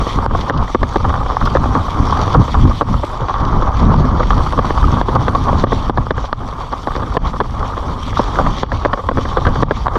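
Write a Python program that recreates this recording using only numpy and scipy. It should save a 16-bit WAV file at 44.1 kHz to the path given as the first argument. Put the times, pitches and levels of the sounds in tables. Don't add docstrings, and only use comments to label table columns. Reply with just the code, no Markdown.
import sys
import numpy as np
from scipy import signal
from scipy.fft import rfft, irfft, next_fast_len
from scipy.io import wavfile
from scipy.ndimage import uniform_filter1d, minimum_filter1d, map_coordinates

SR = 44100
rng = np.random.default_rng(int(sys.argv[2]) if len(sys.argv) > 2 else 0)


def master_out(mix):
    frames = np.transpose(np.atleast_2d(mix))
    ceiling = np.clip(frames, -1, 1)
    pcm = np.round(ceiling * 32767).astype(np.int16)
    wavfile.write(sys.argv[1], SR, pcm)


N = 440118

# t/s, level of the air rush before gusts sway it/dB, level of the tyre crunch/dB
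RIDE = [(0.0, -20, -33.5), (.15, -24, -34.5), (.26, -21, -39.5), (.41, -24.5, -35), (0.48, -23, -36),
        (0.54, -12.5, -27), (0.65, -27, -39.5), (1.28, -25, -40), (2.05, -23.5, -37), (2.24, -17, -36),
        (2.67, -31.5, -37.5), (3.19, -26, -42.5), (3.41, -22, -42.5), (4.48, -24.5, -36.5),
        (4.99, -21.5, -37), (5.16, -22, -38), (5.59, -24.5, -36.5), (5.8, -22, -36), (6.08, -32, -44.5),
        (6.22, -28, -42), (6.4, -31, -46), (7.2, -27.5, -39), (7.28, -25, -34), (7.36, -36, -44),
        (7.72, -24, -42.5), (8.13, -29.5, -38), (8.21, -18.5, -37), (8.28, -19, -30.5), (8.38, -24, -37.5),
        (8.6, -26, -37), (8.87, -24.5, -40), (9.1, -31, -44.5), (9.28, -26.5, -35), (9.42, -25, -39),
        (9.58, -23.5, -37.5), (9.8, -30.5, -38), (9.9, -25, -46), (9.98, -23, -36.5)]
# f/Hz, width/Hz, level/dB
CASE = [(912, 432, -5.5), (1168, 248, 1.5), (1950, 1890, -7), (3390, 797, -1), (4580, 290, -6.5),
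        (5650, 560, -7.5)]


def amp(db):
    return 10 ** (np.asarray(db) / 20)


def unit(x):
    return x / np.sqrt(np.mean(x ** 2) + 1e-20)


def levels(rows):
    s, *cols = np.transpose(rows)
    return [np.interp(np.arange(N) / SR, s, db) for db in cols]


def wobble(rate):
    points = rng.standard_normal(int(N * rate / SR) + 4)
    return map_coordinates(points, [np.arange(N) * rate / SR])


def filtered(x, gain_at):
    m = next_fast_len(N + SR // 2)
    return irfft(rfft(x, m) * gain_at(np.fft.rfftfreq(m, 1 / SR)), m)[..., :N]


def coloured(x, points):
    hz, db = np.transpose(points)
    return filtered(x, lambda f: amp(np.interp(np.log(f + 1), np.log(hz + 1), db, -120, -120)))


def response(modes, f):
    total = 0
    for k, (centre, width, db) in enumerate(modes):
        damping = 1j * f * width
        total = total + (-1) ** k * amp(db) * damping / (centre * centre - f * f + damping)
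    return total


def resonant(x, modes):
    return filtered(x, lambda f: response(modes, f))


def gritty(rate, spread_db, share):
    hit = rng.random(N) < rate / SR
    grains = hit * amp(spread_db * rng.standard_normal(N)) * rng.choice([-1, 1], N)
    share = np.clip(share, 0, 1)
    return np.sqrt(1 - share) * rng.standard_normal(N) + np.sqrt(share) * unit(grains)


def patchy(x, depth_db):
    z = signal.stft(x, nperseg=256)[2]
    field = uniform_filter1d(rng.standard_normal(z.shape), size=4, axis=0)
    field = uniform_filter1d(field, size=10, axis=1)
    return signal.istft(z * amp(depth_db * unit(field)), nperseg=256)[1][:N]


def gusts_db():
    # t/s, level/dB
    lull = [(0.0, -22.5), (2.64, -27), (3.22, -21.5), (3.67, -16), (5.72, -17), (6.42, -25.5), (8.45, -19),
            (9.01, -30.5), (9.59, -14.5), (9.98, -24)]
    # t of the peak/s, peak level/dB, length/s
    gusts = [(0, -11, 0.1), (0.196, -13, 0.19), (0.33, -9.5, 0.19), (0.577, -7, 0.16), (0.828, -12.5, 0.13),
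             (1.075, -12, 0.35), (1.242, -16, 0.31), (1.435, -10, 0.067), (1.613, -12, 0.4),
             (1.685, -13, 0.06), (1.784, -12.5, 0.2), (2.006, -11.5, 0.21), (2.226, -12, 0.62),
             (2.391, -1, 0.085), (2.631, -4.5, 0.2), (2.926, -10.5, 0.2), (3.223, -13.5, 0.04),
             (3.42, -14.5, 0.14), (3.562, -14.5, 0.31), (3.836, -7, 0.13), (3.987, -9.5, 0.21),
             (4.127, -14, 0.9), (4.326, -13.5, 0.22), (4.4, -12.5, 0.081), (4.596, -17.5, 0.11),
             (4.869, -8, 0.19), (4.97, -12.5, 0.24), (5.204, -12, 0.14), (5.518, -13.5, 0.77),
             (5.747, -12, 0.17), (5.994, -13.5, .17), (6.192, -22.5, 0.37), (6.419, -17.5, 0.16),
             (7.002, -16.5, 0.37), (7.248, -14.5, 0.23), (7.582, -18.5, .3), (7.905, -19.5, 0.13),
             (8.18, -15.5, 0.36), (8.478, -12.5, 0.18), (8.74, -14, 0.18), (8.883, -18.5, 0.26),
             (9.172, -12.5, 0.28), (9.477, -15, 0.21), (9.622, -19, 0.43), (9.98, -15.5, 0.17)]
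    edge_db = 11.5
    t = np.arange(N) / SR
    power = amp(2 * levels(lull)[0])
    for s, db, length in gusts:
        near = slice(max(round((s - length) * SR), 0), round((s + length) * SR))
        fall_db = edge_db * np.abs(2 * (t[near] - s) / length) ** 1.22
        power[near] += amp(2 * (db - fall_db))
    return 10 * np.log10(power)


def wind_buffet(lumps, gust_db):
    # f/Hz, relative level/dB
    colour = [(9, -24), (15, 1.5), (43, 4.5), (80, 1), (130, -10), (220, -49.5)]
    noise = coloured(rng.standard_normal(N), colour)
    return amp(gust_db - 2.0) * unit(amp(0.95 * lumps) * noise)


def wind_roar(lumps, gust_db):
    # f/Hz, relative level/dB
    colour = [(50, -26), (90, 0), (130, -1), (200, -7), (260, -6), (400, -23.5), (600, -26)]
    unsteady = amp(2.1 * lumps + 0.77 * wobble(5) + 1.8 * wobble(30))
    noise = coloured(rng.standard_normal(N), colour)
    return amp(1.392 * gust_db - 0.82) * unit(unsteady * noise)


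def air_rush(lumps, gust_db):
    # f/Hz, relative level/dB
    colour = [(150, -42), (250, 3), (400, 3.5), (700, -6.5), (1200, -8), (2000, -29), (2800, -56.5)]
    follows_gusts = 0.24
    flutter = amp(2.0 * lumps + 0.38 * wobble(25) + 1.04 * wobble(70))
    grit = patchy(gritty(rate=250, spread_db=3.0, share=0.28), depth_db=1.5)
    rush = unit(resonant(coloured(flutter * grit, colour), CASE))
    rush_db = levels(RIDE)[0] + follows_gusts * (gust_db - gust_db.mean())
    return amp(rush_db) * rush


def wind():
    lumps = wobble(12)
    gust_db = gusts_db()
    return wind_buffet(lumps, gust_db) + wind_roar(lumps, gust_db) + air_rush(lumps, gust_db)


def tyre_grind():
    # f/Hz, relative level/dB
    crunch_colour = [(1200, -31), (1800, 0.5), (2300, 0), (2720, -7.5), (3100, -1.5), (4000, 0.5),
                     (5050, -0.5), (5700, -2), (7000, 0.5), (9000, -21), (12000, -60.5)]
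    # f/Hz, relative level/dB
    fizz_colour = [(6000, -18), (7500, 2.5), (10000, -3.5), (12500, -8.5), (14000, -13), (15700, -23)]
    # t/s, level/dB
    fizz_level = [(0, -53), (.2, -56.5), (.7, -60.5), (1.3, -61), (1.8, -58), (3.12, -58), (3.22, -67.5),
                  (4.2, -65), (4.4, -56), (5.8, -59.5), (6.1, -68), (6.7, -62), (6.9, -59.5), (7.6, -62),
                  (8.35, -57.5), (8.75, -64), (9.3, -60.5), (9.98, -61)]
    grit = patchy(gritty(rate=220, spread_db=4, share=0.28), depth_db=2.2)
    clumps = 1.85 * wobble(27) + 0.97 * wobble(40)
    crunch = unit(resonant(coloured(amp(clumps) * grit, crunch_colour), CASE))
    fizz = unit(coloured(amp(0.33 * clumps) * grit, fizz_colour))
    return amp(levels(RIDE)[1]) * crunch + amp(levels(fizz_level)[0]) * fizz


def twig_snaps():
    # t/s, relative level/dB, time to fall by 20 dB/ms
    twigs = [(0.408, -22, 17), (0.575, -12.5, 8.5), (1.4534, -21, 20), (2.34, -20.5, 12), (3.45, -21, 7.1),
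             (3.764, -25, 3.3), (3.801, -18, 3.1), (3.962, -21, 3), (4.342, -26, 7.5), (5.151, -20.5, 10),
             (6.723, -26, 8.5), (6.962, -24.5, 7)]
    # f/Hz, width/Hz, level/dB
    snap_modes = [(3230, 550, 8), (4750, 1100, 4.5), (6400, 1700, -8), (11000, 4000, -33)]
    out, t = np.zeros(N + SR), np.arange(SR // 20) / SR
    onset = 1 - np.exp(-t / 0.00093)
    for s, db, ms in twigs:
        fade = amp(db + 2.5 - 20 * 1000 * t / ms)
        out[round(s * SR):][:len(t)] += fade * onset * rng.standard_normal(len(t))
    return resonant(out[:N], snap_modes)


def tyres():
    return tyre_grind() + twig_snaps()


def clip_ticks():
    # t/s, relative level/dB
    tick_rows = [(0.4968, -36), (0.8305, -45), (1.1338, -44), (1.4536, -36), (1.8637, -40.5), (2.8175, -39),
                 (5.0135, -39.5), (5.8975, -38), (5.9733, -40), (8.6318, -44), (9.7108, -41)]
    # f/Hz, level/dB
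    colour = [(3000, -43), (5000, 10), (8000, 1), (12000, -2), (15700, -8)]
    fall_ms, raise_db = 2.7, 3.5
    out, t = np.zeros(N + SR), np.arange(SR // 100) / SR
    for s, db in tick_rows:
        fade = amp(db + raise_db - 20 * 1000 * t / fall_ms)
        out[round(s * SR):][:len(t)] += fade * rng.standard_normal(len(t))
    return coloured(out[:N], colour)


def rattle():
    light_jolts = [(-20, 2.5), (8, 3), (-8, 4), (-19, 5)]
    count = int(36 * N / SR)
    typical, scatter = np.transpose(light_jolts)
    rows = typical + scatter * rng.standard_normal((count, len(light_jolts)))
    rows[:, 1] = np.maximum(rows[:, 1], 2)
    return [(s, *row) for s, row in zip(rng.random(count) * N / SR, rows)]


def mount():
    # t/s, force level/dB, basic chatter length/ms, thud beside the knock/dB, rap beside it/dB
    knocks = [(0.066, -11, 9.2, 1, -24), (0.187, -0.5, 3.3, -6, -30), (.262, 9, 3.3, -6, -12),
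              (.309, -5, 5.3, 0.5, -20), (0.349, -4, 4.2, -4, -39), (.497, 14, 3.3, -3.5, 0.5),
              (0.504, 9.5, 8.8, 1, -9), (.747, 3, 7.9, 2.5, -5.5), (0.83, -4.5, 9.2, 3.5, -0.5),
              (0.958, -1, 11, 0, -8), (1.044, -7, 4.5, -10, -15), (1.048, -5, 9, -10, -19),
              (1.093, -12, 6, -6, -8), (1.102, -9.5, 7, -7, -9), (1.127, -13, 8, -14, -20),
              (1.14, -4.5, 8, -18, -11.5), (1.154, -9, 11, -13, -16), (1.175, -18, 10, -3, -17),
              (1.212, -11.5, 9, -12, -26), (1.231, -14, 5, -10, -20), (1.261, -10.5, 8, -7, -25),
              (1.292, -12, 4.6, -10, -25), (1.3, -2.5, 3.6, -12, -25), (1.308, -6.5, 14, -18, -25),
              (1.368, 1.5, 1.6, -26, -29), (1.412, -7, 7.8, -15, -27), (1.425, -11, 9.2, -19, -16),
              (1.457, -7, 7, -10, -20), (1.472, -4.5, 16, -12, -18), (1.551, -7, 8.6, 6.5, -8),
              (1.558, -4.5, 9.3, 1.5, -8), (1.569, 0.5, 4.8, -26, -9.5), (1.639, -5, 7.7, -13, -25),
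              (1.656, -9, 6.2, -2, -27), (1.751, -3, 8.4, -2.5, -22), (1.762, -7.5, 6.8, -1.5, -17),
              (1.767, -10, 6, -15, -25), (1.882, -10.5, 8.8, -8, -20), (2.064, -11.5, 8.6, -5, -27),
              (2.096, -11, 7.8, -14, -23), (2.124, -3, 5.8, -13, -27), (2.17, -8, 7.5, -21, -19),
              (2.191, -11, 14, -1, -20), (2.277, -7, 6.6, -3.5, -13), (2.338, -9.5, 8.5, -11, -24),
              (2.346, 0.5, 12, -4, -24), (2.48, -13, 8.6, 0.5, -27), (2.543, -3.5, 14, -10, -16),
              (2.675, -14, 7.2, -10, -16), (2.652, -9, 16, -11, -20), (2.71, -9.5, 13.4, -17, -28),
              (2.81, 3, 8, -5, -11), (2.817, 2.5, 10.6, 0.5, -19), (2.886, -14.5, 6.5, -9, -17),
              (2.941, -9, 7.7, -11, -12), (3.034, -11, 8.8, 2.5, -16), (3.104, -15, 4.2, -16, -17),
              (3.215, -14, 3.4, -11, -29), (3.284, -5.5, 30, -13, -16), (3.341, -6.5, 16, -14, -10),
              (3.36, -9, 10, -12, -16), (3.622, -6.5, 12, -6, -23), (3.668, -5, 22, -13, -36),
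              (3.941, 3.5, 3.2, -6, -12), (4.05, -20, 7.6, -14, 1), (4.196, -5, 16, 1, -21),
              (4.23, -11, 10, -2, -5), (4.305, 2.5, 9.6, -15, -10), (4.319, -4, 16, -12, -29),
              (4.379, -11, 21, -3, -11), (4.462, -9, 27, -11, -16), (4.524, -7, 14.4, -4, -14),
              (4.577, -9, 13, -2, -20), (4.589, 1.5, 11, 0, -19), (4.645, -11, 3.1, 1, -35),
              (4.706, -2.5, 3.1, -0.5, -8), (4.776, -3.5, 7, -19, -19), (4.827, -11, 6.6, -17, -5),
              (4.84, -4, 4.1, -16, -23), (4.882, -10.5, 9.4, -12, -23), (4.924, -7.5, 19, -11, -30),
              (5.013, 6, 5.8, -5, -11), (5.084, -7, 18, -1, -12), (5.157, 2.5, 13, -7.5, -39),
              (5.281, -1, 7.7, -3.5, -10.5), (5.349, -1, 11, -9, -16), (5.482, -4, 17, -12, -20),
              (5.529, -6.5, 4, 2.5, -24), (5.638, 6.5, 8.4, 3, -9), (5.669, -9.5, 7.1, 7, -2),
              (5.72, -3, 10.2, 0.5, -7), (5.896, 8, 9.8, 1, -11), (5.974, -0.5, 11.2, -4.5, -7),
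              (6.067, -8.5, 7.2, -5.5, -21), (6.107, -0.5, 9, 4.5, -1), (6.179, -12.5, 12, -3, -12),
              (6.24, -15, 10, -2, -20), (6.328, 6.5, 4.5, -8, -6), (6.726, -12, 11, -5, -10),
              (6.735, -9, 4.4, -5, -22), (6.872, -5.5, 4.9, -2.5, -12), (6.879, -11.5, 7, 0, -20),
              (6.905, -12, 6.6, -21, -34), (6.952, -10.5, 6.7, -3, -9), (6.963, -11.5, 17, 0, -16),
              (6.996, -13.5, 9.9, -7, -20), (7.02, -13, 21, -3, -16), (7.146, -15.5, 18, 1, -24),
              (7.168, 8, 9.3, 0, -7.5), (7.253, -9, 16, -12.5, -24), (7.36, -15, 8.7, -5, -19),
              (7.402, 3.5, 5.3, -8, -9), (7.409, -5, 9, 3.5, -8), (7.627, -8, 4.9, -14, -29),
              (7.769, -10, 26, -3.5, -12), (8.171, -4, 7.4, -19, -16), (8.193, -2.5, 8, 1.5, -27),
              (8.357, -22, 3.4, -18, 10.5), (8.387, 0.5, 7.7, -9, -24), (8.396, -5.5, 16, 3, -27),
              (8.464, -3, 8.1, -11, -14), (8.632, 9, 7.1, -1, -4.5), (8.718, -13.5, 9, 5, 6),
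              (8.849, -0.5, 13, 0, -5), (8.856, -2, 9.3, 5.5, -15), (8.931, -4, 11, -0.5, -3.5),
              (8.973, -12, 31, -2.5, -20), (9.088, 4, 8.6, -4, -12), (9.113, -15, 7, 11.5, -15),
              (9.172, -10, 7.6, 3, -6), (9.18, -10, 8.1, 4, -10), (9.252, -15, 12, 4, -2.5),
              (9.37, 0, 17.7, 0, -11), (9.451, -7.5, 8.6, -8.5, -3.5), (9.467, -7.5, 18, 3, -0.5),
              (9.556, -12, 12, -3, -4), (9.624, -5.5, 5, -1, -12), (9.631, 6, 4.8, 6.5, -2),
              (9.709, -5.5, 10, 9, 4), (9.859, -6, 7.6, -24, -37), (9.867, 5, 4.5, -22, -37),
              (9.881, 0, 6, -6, -7), (9.955, -9, 13, 3, -5)]
    # f/Hz, width/Hz, level before dulling/dB
    thud_modes = [(122, 130, -8.5), (251, 94, -1), (523, 164, -0.5)]
    # f/Hz, width/Hz, level before dulling/dB
    knock_modes = [(784, 192, -5.5), (1160, 141, 3.5)]
    # f/Hz, width/Hz, level before dulling/dB
    rap_modes = [(1570, 445, 0.5), (1960, 630, -7)]
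    # f/Hz, width/Hz, level before dulling/dB
    click_modes = [(3320, 340, 0), (4550, 1200, -13)]
    groups = (thud_modes, knock_modes, rap_modes, click_modes)
    lasts = np.array([[1.2], [1.05], [.7], [.6]])
    click_base_db, click_follows = -14, 0.54
    blow, blow_grows = 1.46, 0.36
    detune_share = .045
    bounces_per_s, ragged_db = 260, 4

    out, t = np.zeros(N + SR), np.arange(SR // 10) / SR
    jolts = knocks + rattle()
    f = np.fft.rfftfreq(len(t), 1 / SR)
    detune = np.exp(detune_share * rng.standard_normal((len(jolts), 4)))
    bounces = rng.standard_normal((len(jolts), int(bounces_per_s * t[-1]) + 2))

    def dull(hz):
        return (1 + 1.4j * f / hz - (f / hz) ** 2) ** -2

    soft = np.array([dull(1860), dull(1580), dull(2700), dull(4900)])
    for (s, db, ms, thud_db, rap_db), shift, bounce in zip(jolts, detune, bounces):
        modes = soft * [response(group, f * k) for group, k in zip(groups, shift)]
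        ragged = amp(ragged_db * np.interp(t * bounces_per_s, np.arange(len(bounce)), bounce))
        done = 1000 * t / (ms * lasts)
        fade = amp(-5 * done) + 0.43 * amp(-60 * t / 0.025)
        shape = fade * np.clip(3 * (1.2 - done), 0, 1)
        force = ragged * shape * rng.standard_normal(shape.shape)
        force[:, :SR // 4000] += blow * amp(blow_grows * db)
        parts = irfft(rfft(force) * modes, len(t))
        parts /= np.abs(parts).max(axis=1, keepdims=True)
        click_db = click_base_db + click_follows * rap_db
        gains = amp(db + np.array([thud_db, 0, rap_db, click_db]))
        jolt = gains @ parts
        peak = 0.95 * np.linalg.norm(gains)
        out[round(s * SR):][:len(t)] += jolt * peak / np.abs(jolt).max()
    return out[:N]


def scene():
    return (wind() + tyres() + clip_ticks() + mount())[None]


def limiter_db(x, top_db, ahead, attack, hold, release_db):
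    need = np.minimum(0, top_db - 20 * np.log10(np.abs(x) + 1e-9))
    span = int((ahead + hold) * SR)
    lowest = minimum_filter1d(np.pad(need, (span, span)), span)
    held = lowest[span + int(ahead * SR) - span // 2:][:N]
    climb = release_db * np.arange(N) / SR
    gain = climb + np.minimum.accumulate(held - climb)
    return uniform_filter1d(gain, max(int(attack * SR), 1))


def record(dry):
    bass = filtered(dry[0], lambda f: 1 / (1 + (f / 200) ** 4))
    treble = filtered(dry[0], lambda f: 1 - 1 / (1 + (f / 5000) ** 4))
    middle = dry[0] - bass - treble
    gain_db = limiter_db(dry[0] - bass, top_db=0.0, ahead=0.0017, attack=0.001, hold=0.029, release_db=178)
    lagging_db = uniform_filter1d(gain_db, size=401, origin=200)
    x = amp(0.43 * gain_db) * bass + amp(gain_db) * middle + amp(1.4 * lagging_db) * treble
    x = x * amp(limiter_db(x - treble, top_db=0.7, ahead=.003, attack=.003, hold=.003, release_db=600))
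    x = x / (1 + np.abs(x) ** 24) ** (1 / 24)
    return filtered(x, lambda f: f < 15750)[None]


dry = scene()
out = record(dry)
master_out(out)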